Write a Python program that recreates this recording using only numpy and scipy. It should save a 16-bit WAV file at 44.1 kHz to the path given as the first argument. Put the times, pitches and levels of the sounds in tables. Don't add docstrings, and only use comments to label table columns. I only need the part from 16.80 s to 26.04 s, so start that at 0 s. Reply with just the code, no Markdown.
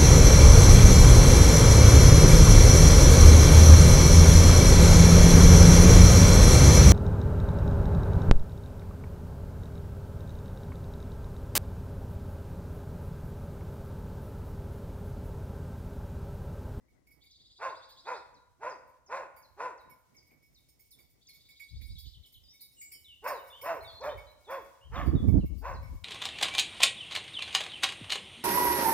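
import sys
import numpy as np
from scipy import signal
from scipy.fft import rfft, irfft, next_fast_len
from scipy.io import wavfile
from scipy.ndimage import uniform_filter1d

SR = 44100
rng = np.random.default_rng(int(sys.argv[2]) if len(sys.argv) > 2 else 0)


def log_audio(samples):
    frames = np.atleast_2d(samples).T
    limited = np.clip(frames, -1, 1)
    pcm = np.round(limited * 32767).astype(np.int16)
    wavfile.write(sys.argv[1], SR, pcm)


def ratio(d):
    e = np.asarray(d, float) / 20
    return 10 ** e


N = 407474
TIME = np.arange(N) / SR


def rms_one(x):
    return x / np.sqrt(np.mean(x ** 2) + 1e-20)


def in_time(rows, t=TIME):
    s, *columns = np.transpose(rows)
    return [np.interp(t, s, column) for column in columns]


def at_hz(points, hz):
    table_hz, values = np.array(points).T
    return np.interp(np.log(hz + 1), np.log(table_hz), values)


def filtered(x, order, edges_hz, kind):
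    return signal.sosfilt(signal.butter(order, edges_hz, kind, fs=SR, output="sos"), x)


def coloured(spectrum):
    size = next_fast_len(N)
    white = rfft(rng.standard_normal((2, size)))
    gain = ratio(at_hz(spectrum, np.fft.rfftfreq(size, 1 / SR)))
    return rms_one(irfft(white * gain, size)[:, :N])


def drift(rate_hz):
    r = np.exp(-2 * np.pi * rate_hz / SR)
    slow = signal.lfilter([1], [1, -2 * r, r * r], rng.standard_normal((2, N + SR)))
    return rms_one(slow[:, SR:])


def resonance(x, hz, width_hz):
    r = np.exp(-np.pi * width_hz / SR)
    feedback = [1, -2 * r * np.cos(2 * np.pi * hz / SR), r * r]
    return signal.lfilter((1 - r * r) / 2 * np.array([1, 0, -1]), feedback, x)


def fades(t, start, end, fade_s):
    return np.clip((t - start) / fade_s, 0, 1) * np.clip((end - t) / fade_s + 1, 0, 1)


def panned(x, left_db):
    return x * ratio(np.array([[.5], [-.5]]) * left_db)


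OCTAVE_DB, OCTAVE_DB_PER_SAG = -10, 25
BELOW_DB, ABOVE_DB = -19, -14


def fold_tone(cycles, group, sag, climbing, luck):
    slow = 2 * np.pi * cycles / group
    octave = ratio(OCTAVE_DB + OCTAVE_DB_PER_SAG * sag * climbing) * np.sin(2 * group * slow)
    tone = np.sin(group * slow) + ratio(ABOVE_DB) * np.sin((group + 1) * slow) + octave
    unsteady = ratio(4 * np.interp(cycles / 6, np.arange(128), luck))
    below = sum(ratio(BELOW_DB - 8.4 * k) * np.sin((group - 1 - k) * slow) for k in range(group - 1))
    return tone + unsteady * below


JITTER, RASP = 0.045, 0.89
# (centre [Hz], width [Hz], level [dB])
THROAT = [(553.6, 77, 9), (952, 148, 11), (1397, 86, 6), (1620, 334, -2.5), (2495, 250, -7),
          (3900, 700, -38.5)]


def hoarse_throat(cycles, group, rasp, throat_share, luck):
    uneven = cycles + JITTER * np.interp(cycles, np.arange(128), luck[0])
    strength = ratio(3.5 * luck[1][uneven.astype(int) % 128])
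    pulses = np.diff(np.floor(uneven), prepend=0).clip(0) * strength
    pattern = 1 + 0.24 * np.cos(2 * np.pi * cycles / group)
    source = (rms_one(pulses) + RASP * rasp) * pattern
    throat = 0
    for k, (centre_hz, width_hz, db) in enumerate(THROAT):
        throat = throat + ratio(db) * resonance(source, centre_hz * throat_share, width_hz) * (-1) ** k
    return rms_one(filtered(throat, 4, [480, 3000], "band"))


BREATH_DB = -15
AIR_AWAY_DB, AIR_FACING_DB = -26.5, -8.5
TURN_S = 5


def breath(rasp, start):
    air_db = AIR_FACING_DB if start > TURN_S else AIR_AWAY_DB
    low_hiss = filtered(rasp, 2, [3000, 7600], "band")
    high_hiss = filtered(rasp, 2, [8000, 15400], "band")
    return ratio(BREATH_DB) * (low_hiss + ratio(air_db) * high_hiss)


CREST_SHARE = .52
START_SAG, END_SAG = .42, .44
FALL_POWER = 1.5
WOBBLE = .035
TONE_DB_PER_SAG = 54.5
HOARSE_ATTACK_S, HOARSE_START_DB, HOARSE_OPEN_DB, HOARSE_END_DB = 0.047, -34, -0.5, -17.5
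HIGH_BARK_HZ = 585


def bark(start, length, top_hz, tone_db, hoarse_db, throat_share):
    end, crest = start + length, start + CREST_SHARE * length
    t = np.arange(start, end + 0.0067, 1 / SR)
    climbing = t < crest
    rise_sag = START_SAG * ((crest - t) / (crest - start)) ** 2
    fall_sag = END_SAG * (abs(t - crest) / (end - crest)) ** FALL_POWER
    sag = np.where(climbing, rise_sag, fall_sag)
    tone_db = tone_db - TONE_DB_PER_SAG * sag
    hoarse_db = hoarse_db + np.interp(t, [start, start + HOARSE_ATTACK_S, crest, end],
                                      [HOARSE_START_DB, HOARSE_OPEN_DB, 0, HOARSE_END_DB])
    luck = rng.standard_normal((2, 128))
    wobble = np.interp(t, np.linspace(start, end, 9), rng.standard_normal(9))
    cycles = np.cumsum(top_hz * (1 - sag) * (1 + WOBBLE * wobble)) / SR
    group = 4 if top_hz > HIGH_BARK_HZ else 3
    rasp = rng.standard_normal(len(t))
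    tone = fold_tone(cycles, group, sag, climbing, luck[1])
    hoarse = hoarse_throat(cycles, group, rasp, throat_share, luck) + breath(rasp, start)
    voice = np.sqrt(2) * ratio(tone_db) * tone + ratio(hoarse_db) * hoarse
    return round(start * SR), voice * fades(t, start, end, 0.024)


# (start [s], length [s], top pitch before wobble [Hz], clear tone at the crest [dB],
#         hoarse part at the crest [dB], throat pitch [share of normal])
BARKS = [(0.779, 0.17, 537.8, -49.5, -36.5, 1.066), (1.237, 0.17, 504.5, -49.5, -38, 1.015),
         (1.789, 0.18, 512.4, -48.5, -39.5, 1.04), (2.275, 0.19, 567, -46, -37, 1.044),
         (2.758, 0.18, 511.5, -47, -38, 1.057), (6.418, 0.17, 595.6, -38, -34, 1.085),
         (6.816, .185, 679, -33, -35, 1.08), (7.194, .165, 625.7, -34, -37.5, 1.002),
         (7.66, .17, 561, -42, -39.5, 1.057), (8.101, 0.19, 574.2, -47, -39, 1.27),
         (8.805, 0.17, 553.4, -46.5, -39.5, 1.074)]


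def hound():
    out = np.zeros(N)
    for row in BARKS:
        at, sound = bark(*row)
        out[at:at + len(sound)] += sound
    return out


# (frequency [Hz], time to fall 60 dB [s])
WOOD_T60_S = [(300, 0.7), (1000, 0.84), (2500, 0.72), (6000, 0.33), (14000, 1)]


def wood(x, onset_s):
    t, tail = np.arange(SR) / SR, 0
    edges = 150 * 2 ** np.arange(0, 7.1, .5)
    for low, high in zip(edges, edges[1:]):
        band = filtered(rng.standard_normal((2, SR)), 2, [low, high], "band")
        tail = tail + band * ratio(-60 * t / at_hz(WOOD_T60_S, np.sqrt(low * high)))
    tail = tail * (1 - np.exp(-t / onset_s)) / np.sqrt(SR / 20)
    tail = tail + 0.79 * tail.mean(axis=0)
    return signal.fftconvolve(x[None], tail)[:, :N]


BELL_LEFT_DB, BELL_SWING_DB = -3, 1.5
TOUCH_FROM_S, TOUCH_DB, TOUCH_SPREAD_DB, TOUCH_LOW_DB = 3., -72., 2, -8.5
# (time [s], relative level [dB], relative weight of the low modes [dB])
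JINGLE = [(0.0794, -81.5, 8), (0.265, -65, -0.5), (0.3037, -64, -4), (0.4334, -67, -0.5),
          (1.0859, -63.5, -15), (2.0712, -71, -5.5), (2.561, -55, -7.5), (3.0946, -57.5, -5.5),
          (3.3406, -66, 0), (3.4199, -75, 2), (3.504, -72.5, 6), (3.6199, -69.5, -4),
          (3.8833, -60.5, -13.5), (3.991, -58, -11.5), (4.1061, -57, -34.5), (4.184, -60.5, -6),
          (4.484, -57, -5), (4.5326, -58, -11.5), (4.6852, -56.5, -1.5), (4.795, -55, 2),
          (5.0095, -56.5, -1), (5.0524, -61, -27), (5.1816, -48.5, -31.5), (5.455, -60, -27.5),
          (5.5203, -56.5, -24), (5.7314, -60, -6.5), (5.8047, -47, -24.5), (6.0107, -49.5, -2.5),
          (6.1145, -45, -11), (6.4378, -52, -5), (6.4697, -41, -14), (6.667, -57.5, -11), (6.81, -46, -8),
          (6.8389, -52.5, -9.5), (7.0219, -58.5, -1.5), (7.234, -58, -17), (7.3707, -59.5, 3.5),
          (7.703, -51, -17), (7.8416, -67, 4), (8.254, -57.5, -19), (8.4722, -57, 1), (8.6524, -58.5, -6),
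          (8.774, -59, -29.5), (9.0215, -62.5, 3.5), (9.0658, -69, -3)]


def strokes(count=26):
    when, size = rng.random(count), rng.standard_normal(count)
    touch_s = TOUCH_FROM_S + when * (N / SR - TOUCH_FROM_S)
    touches = [touch_s, TOUCH_DB + TOUCH_SPREAD_DB * size, np.full(count, TOUCH_LOW_DB)]
    s, level_db, low_db = np.hstack([np.transpose(JINGLE), touches])
    return s, level_db, low_db, BELL_LEFT_DB + BELL_SWING_DB * rng.standard_normal(len(s))


# (frequency [Hz], relative level [dB], time to fall 60 dB [s])
BELL = [(2124, -14, .12), (2229, 0, .18), (4701, -11, .2), (5349, -10, .18), (6562, -19, .15),
        (7284, -16, .15), (8748, -10, .16), (9302, -13, .15), (11177, -12, .14), (11256, -12, .14),
        (12300, -20, .12), (13600, -13, .1), (13947, -10, .1), (14038, -7, .11), (14088, -6, .12),
        (14202, -6, .11), (14330, -8, .1), (15500, -14, .1)]


def bell():
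    s, level_db, low_db, left_db = strokes()
    at, out = (s * SR).astype(int), np.zeros((2, N))
    luck = rng.standard_normal((len(at), len(BELL)))
    scrape, rattle, swell = (np.exp(-1 / (decay_s * SR)) for decay_s in (0.014, .07, .0025))
    for k, (hz, db, t60) in enumerate(BELL):
        low_lift_db = np.minimum(low_db + 6.5, 14) * (hz < 3000)
        blow_db = level_db - 31.5 + db + 2.5 * luck[:, k] + low_lift_db
        blows = np.zeros((2, N))
        blows[:, at] = panned(ratio(blow_db), left_db)
        scraping = signal.lfilter([1], [1, -scrape], blows + 1e-18)
        rattling = ratio(-11.5) * signal.lfilter([1], [1, -rattle], blows + 1e-18)
        force = signal.lfilter([1 - swell], [1, -swell], scraping + rattling)
        force = force * (rng.standard_normal(N) + 1.265 * rng.standard_normal((2, N)))
        force[0] = np.roll(force[0], rng.integers(0, 8))
        r, w = ratio(-60 / (t60 * SR)), 2 * np.pi * hz / SR
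        out += signal.lfilter([0, np.sin(w)], [1, -2 * r * np.cos(w), r * r], force + 1e-18)
    return filtered(out, 4, 1950, "high")


def sing(out, start, hz, gain):
    at = round(start * SR)
    note = gain * np.sin(2 * np.pi * np.cumsum(hz) / SR)
    return out + np.pad(note, (at, N))[:N]


CHIP_TOP_HZ, DOUBLE_TOP_HZ, DOUBLE_END_HZ = 7000, 4400, 2793
SECOND_S, SECOND_DB = .02, -4
# (time, 8 ms after onset [s], relative level [dB], pitch it settles on [Hz])
CHIPS = [(0.517, -65.5, 3900), (1.55, -69.5, 3800), (1.904, -59.5, 4680), (2.269, -65.5, 4900),
         (2.631, -67, 3970), (2.984, -70, 3760), (3.373, -62, 4650), (3.752, -68, 3585), (4.114, -65, 3466),
         (4.478, -59, 4160), (7.216, -60, 3450), (8.583, -70, 3860), (8.688, -80, 4770),
         (8.943, -62.5, 3920)]
# (time of the first, 8 ms after onset [s], relative level [dB])
DOUBLES = [(5.25, -63), (5.342, -60.5), (5.442, -60.5), (5.548, -60)]


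def chips():
    out, t = np.zeros(N), np.arange(0, .075, 1 / SR)
    notes = [(s, db, CHIP_TOP_HZ, end_hz) for s, db, end_hz in CHIPS]
    for s, db in DOUBLES:
        notes += [(s + k * SECOND_S, db + k * SECOND_DB, DOUBLE_TOP_HZ, DOUBLE_END_HZ) for k in (0, 1)]
    for s, level_db, top_hz, end_hz in notes:
        fall_hz = top_hz - end_hz
        hz = end_hz + fall_hz * np.exp(-t / 0.01)
        shape = fades(t, 0, fall_hz / 75000, 0.0016)
        out = sing(out, s - .008, hz, ratio(level_db - 2.0) * shape)
    return out


FIRST_GAP_S, SLOWING = .042, 1.052
# (start [s], notes [count], relative level of the first note [dB], of the last [dB])
TRILL = [(0.405, 16, -67, -61.5), (4.405, 15, -71, -61.5)]


def trill():
    out, t = np.zeros(N), np.arange(0, .09, 1 / SR)
    for start, notes, first_db, last_db in TRILL:
        gaps = FIRST_GAP_S * SLOWING ** np.arange(round(notes))
        onsets = start + np.cumsum(gaps) - gaps
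        for s, gap, level_db in zip(onsets, gaps, np.linspace(first_db, last_db, len(gaps))):
            husk = 1 + .04 * rms_one(uniform_filter1d(rng.standard_normal(len(t)), size=60))
            burr = 1 + 0.22 * np.sin(2 * np.pi * 140 * t)
            shape = ratio(level_db) * fades(t, 0, 0.5 * gap, 0.021) * burr
            out = sing(out, s, (6300 + 30000 * t) * husk ** 3, shape * ratio(-11.0))
            out = sing(out, s, (3250 + 19000 * t) * husk, shape)
            out = sing(out, s + .005, (4150 + 19000 * t) * husk, shape * ratio(-1.0))
    return out


GLIDE_SHARE, NOTE_FADE_DB = 0.42, -17.5
# (start [s], length [s], first pitch [Hz], last pitch [Hz], relative level [dB])
WHISTLES = [(5.154, 0.076, 3900, 3344, -62.5), (5.636, 0.049, 5230, 4740, -70.5),
            (5.655, 0.27, 3680, 3730, -75), (5.684, .08, 4740, 5700, -65.5), (5.797, 0.11, 4350, 3780, -68),
            (5.969, 0.072, 2910, 2845, -74), (6.135, 0.12, 3150, 2980, -73),
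            (6.245, 0.057, 3930, 3470, -63), (6.283, 0.098, 3120, 2800, -61.5),
            (6.54, 0.12, 4170, 3670, -67.5), (6.588, 0.05, 3080, 2890, -71), (6.701, 0.1, 3539, 3530, -63),
            (6.728, 0.1, 2830, 3140, -61.5), (7.008, 0.032, 4040, 4210, -64),
            (7.047, 0.12, 3830, 3400, -59), (7.076, .065, 4590, 4250, -60),
            (7.149, 0.083, 4050, 4280, -59.5), (7.288, 0.033, 3060, 3110, -59),
            (7.296, 0.058, 3420, 3700, -62), (7.468, 0.11, 3974, 4006, -70),
            (7.646, 0.065, 4000, 3450, -72), (7.677, 0.15, 3417, 3394, -66), (8.012, .1, 2780, 3130, -70),
            (8.157, 0.054, 3740, 3300, -58), (8.354, .1, 3755, 3433, -64), (8.605, .05, 3080, 2704, -70)]


def whistles():
    out = np.zeros(N)
    for start, length, first_hz, last_hz, level_db in WHISTLES:
        t = np.arange(0, length + 0.0063, 1 / SR)
        hz = np.interp(t, [0, GLIDE_SHARE * length], [first_hz, last_hz])
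        level_db = level_db + np.interp(t, [GLIDE_SHARE * length, length], [0, NOTE_FADE_DB])
        quaver = 1 + 0.018 * np.sin(2 * np.pi * rng.uniform(44.4, 90) * t)
        out = sing(out, start, hz * quaver, np.sqrt(2) * ratio(level_db) * fades(t, 0, length, 0.0011))
    return out


BUZZ_S, BUZZ_RISE_S, BUZZ_FALL_S = 6.014, 0.088, 0.11
BUZZ_DB, BUZZ_RISE_DB, BUZZ_FALL_DB = -53, -37, -30.5
BUZZ_HZ, BUZZ_SAG_HZ_PER_S = 7480, 610


def buzz():
    start, end = BUZZ_S - BUZZ_RISE_S, BUZZ_S + BUZZ_FALL_S
    hz = BUZZ_HZ - BUZZ_SAG_HZ_PER_S * (TIME.clip(start, end) - BUZZ_S)
    level_db = BUZZ_DB + np.interp(TIME, [start, BUZZ_S, end], [BUZZ_RISE_DB, 0, BUZZ_FALL_DB])
    flutter = 1 + 0.056 * np.sin(2 * np.pi * 130 * TIME) + 0.034 * drift(300)[0]
    shape = np.sqrt(2) * ratio(level_db) * fades(TIME, start, end, 0.0085)
    return shape * np.sin(2 * np.pi * np.cumsum(hz * flutter) / SR)


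# (time [s], relative level [dB], left-right difference [dB])
GUSTS = [(0.0, -76.5, -2), (4.4, -77.5, -4.5), (4.89, -74.5, 5.0), (4.92, -46.5, 38), (4.99, -47, -15),
         (5.04, -47, -43), (5.12, -45.5, -1), (5.22, -62, -24.5), (5.27, -42.5, -34), (5.33, -63.5, -19),
         (5.4, -52, 26), (5.48, -83, 3.5), (5.56, -58.5, -14), (5.74, -80.5, -5), (6.97, -69, -3),
         (7.05, -59, 23), (7.1, -66.5, -14), (7.38, -54.5, -8), (7.59, -75, -3.0), (7.8, -68.5, 1.5),
         (7.98, -77, -8.0), (8.11, -41.5, 8), (8.16, -42, -17), (8.23, -32.5, -8), (8.34, -27, -16.5),
         (8.39, -35, -7), (8.49, -28.5, -12), (8.54, -26.5, -14), (8.59, -24.5, -17), (8.62, -40.5, -3),
         (8.64, -29, 0.5), (8.67, -45, 4), (8.7, -39.5, 20), (8.75, -42.5, 49), (8.83, -46.5, 19),
         (8.98, -40.5, -3), (9.06, -46, 14.5), (9.14, -36.5, 1.0), (9.19, -52.5, 27), (9.24, -50, 30)]
# (frequency [Hz], relative density [dB per Hz])
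WIND = [(12, -52), (20, -9.5), (59, 5), (120, -4.5), (275, -8), (439, -23), (619, -31.5), (1010, -46),
        (1500, -59), (1950, -72), (3300, -120)]


def wind():
    level_db, left_db = in_time(GUSTS)
    level_db = level_db + 2.8 * drift(9.4)
    noise = coloured(WIND)
    low = filtered(noise, 4, 115, "low")
    upper_db = 1.37 * np.minimum(level_db + 29.0, 0) + 2.93 * drift(30)
    upper = (noise - low) / np.std(low) * ratio(upper_db)
    low = low / np.sqrt(uniform_filter1d(low ** 2, size=2500) + 1e-9)
    sides = 2 / np.sqrt(1 + ratio(2 * left_db * np.array([[-1], [1]])))
    return filtered(ratio(level_db) * sides * (low + upper), 3, 42, "high")


HISS_DRIFT_DB = 2
# (time [s], level before the drift [dB])
HISS = [(0.0, -84.5), (3.5, -80), (6, -75), (9.24, -72)]


def high_hiss():
    hiss = coloured([(1500, -22.0), (2500, 1.0), (6000, 4.0), (16000, -5.5)])
    return ratio(in_time(HISS)[0] + HISS_DRIFT_DB * drift(6)) * hiss


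STILL_AIR_DB = -77.5
# (frequency [Hz], relative density [dB per Hz])
STILL_AIR = [(71, -29.5), (120, -2), (199, -11.5), (264, -8), (403, -13.5), (1560, -29.5), (1760, -31.5),
             (2000, -20.5), (2600, -40), (4400, -120)]


def still_air():
    return ratio(STILL_AIR_DB + 4.5 * drift(6.2)) * coloured(STILL_AIR)


DOG_LEFT_DB, BIRDS_LEFT_DB = -1, -0.56


def scene():
    dog, ring = hound(), bell()
    birds = chips() + trill() + whistles() + buzz()
    far_dog = panned(dog, DOG_LEFT_DB) + ratio(-11.5) * wood(dog, 0.0037)
    far_birds = panned(birds, BIRDS_LEFT_DB) * ratio(4.0) + wood(birds, 0.006)
    far = far_dog + far_birds
    far[0] = np.roll(far[0], -3)
    near = ring + ratio(-14.0) * wood(ring.mean(axis=0), 0.015)
    return far + near + wind() + high_hiss() + still_air()


def low_pass(x):
    return signal.sosfilt(signal.butter(12, 16470, fs=SR, output="sos"), x)


def record(dry):
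    mix = 0.74 * np.tanh(dry / 0.66)
    return low_pass(mix)


dry = scene()
out = record(dry)
log_audio(out)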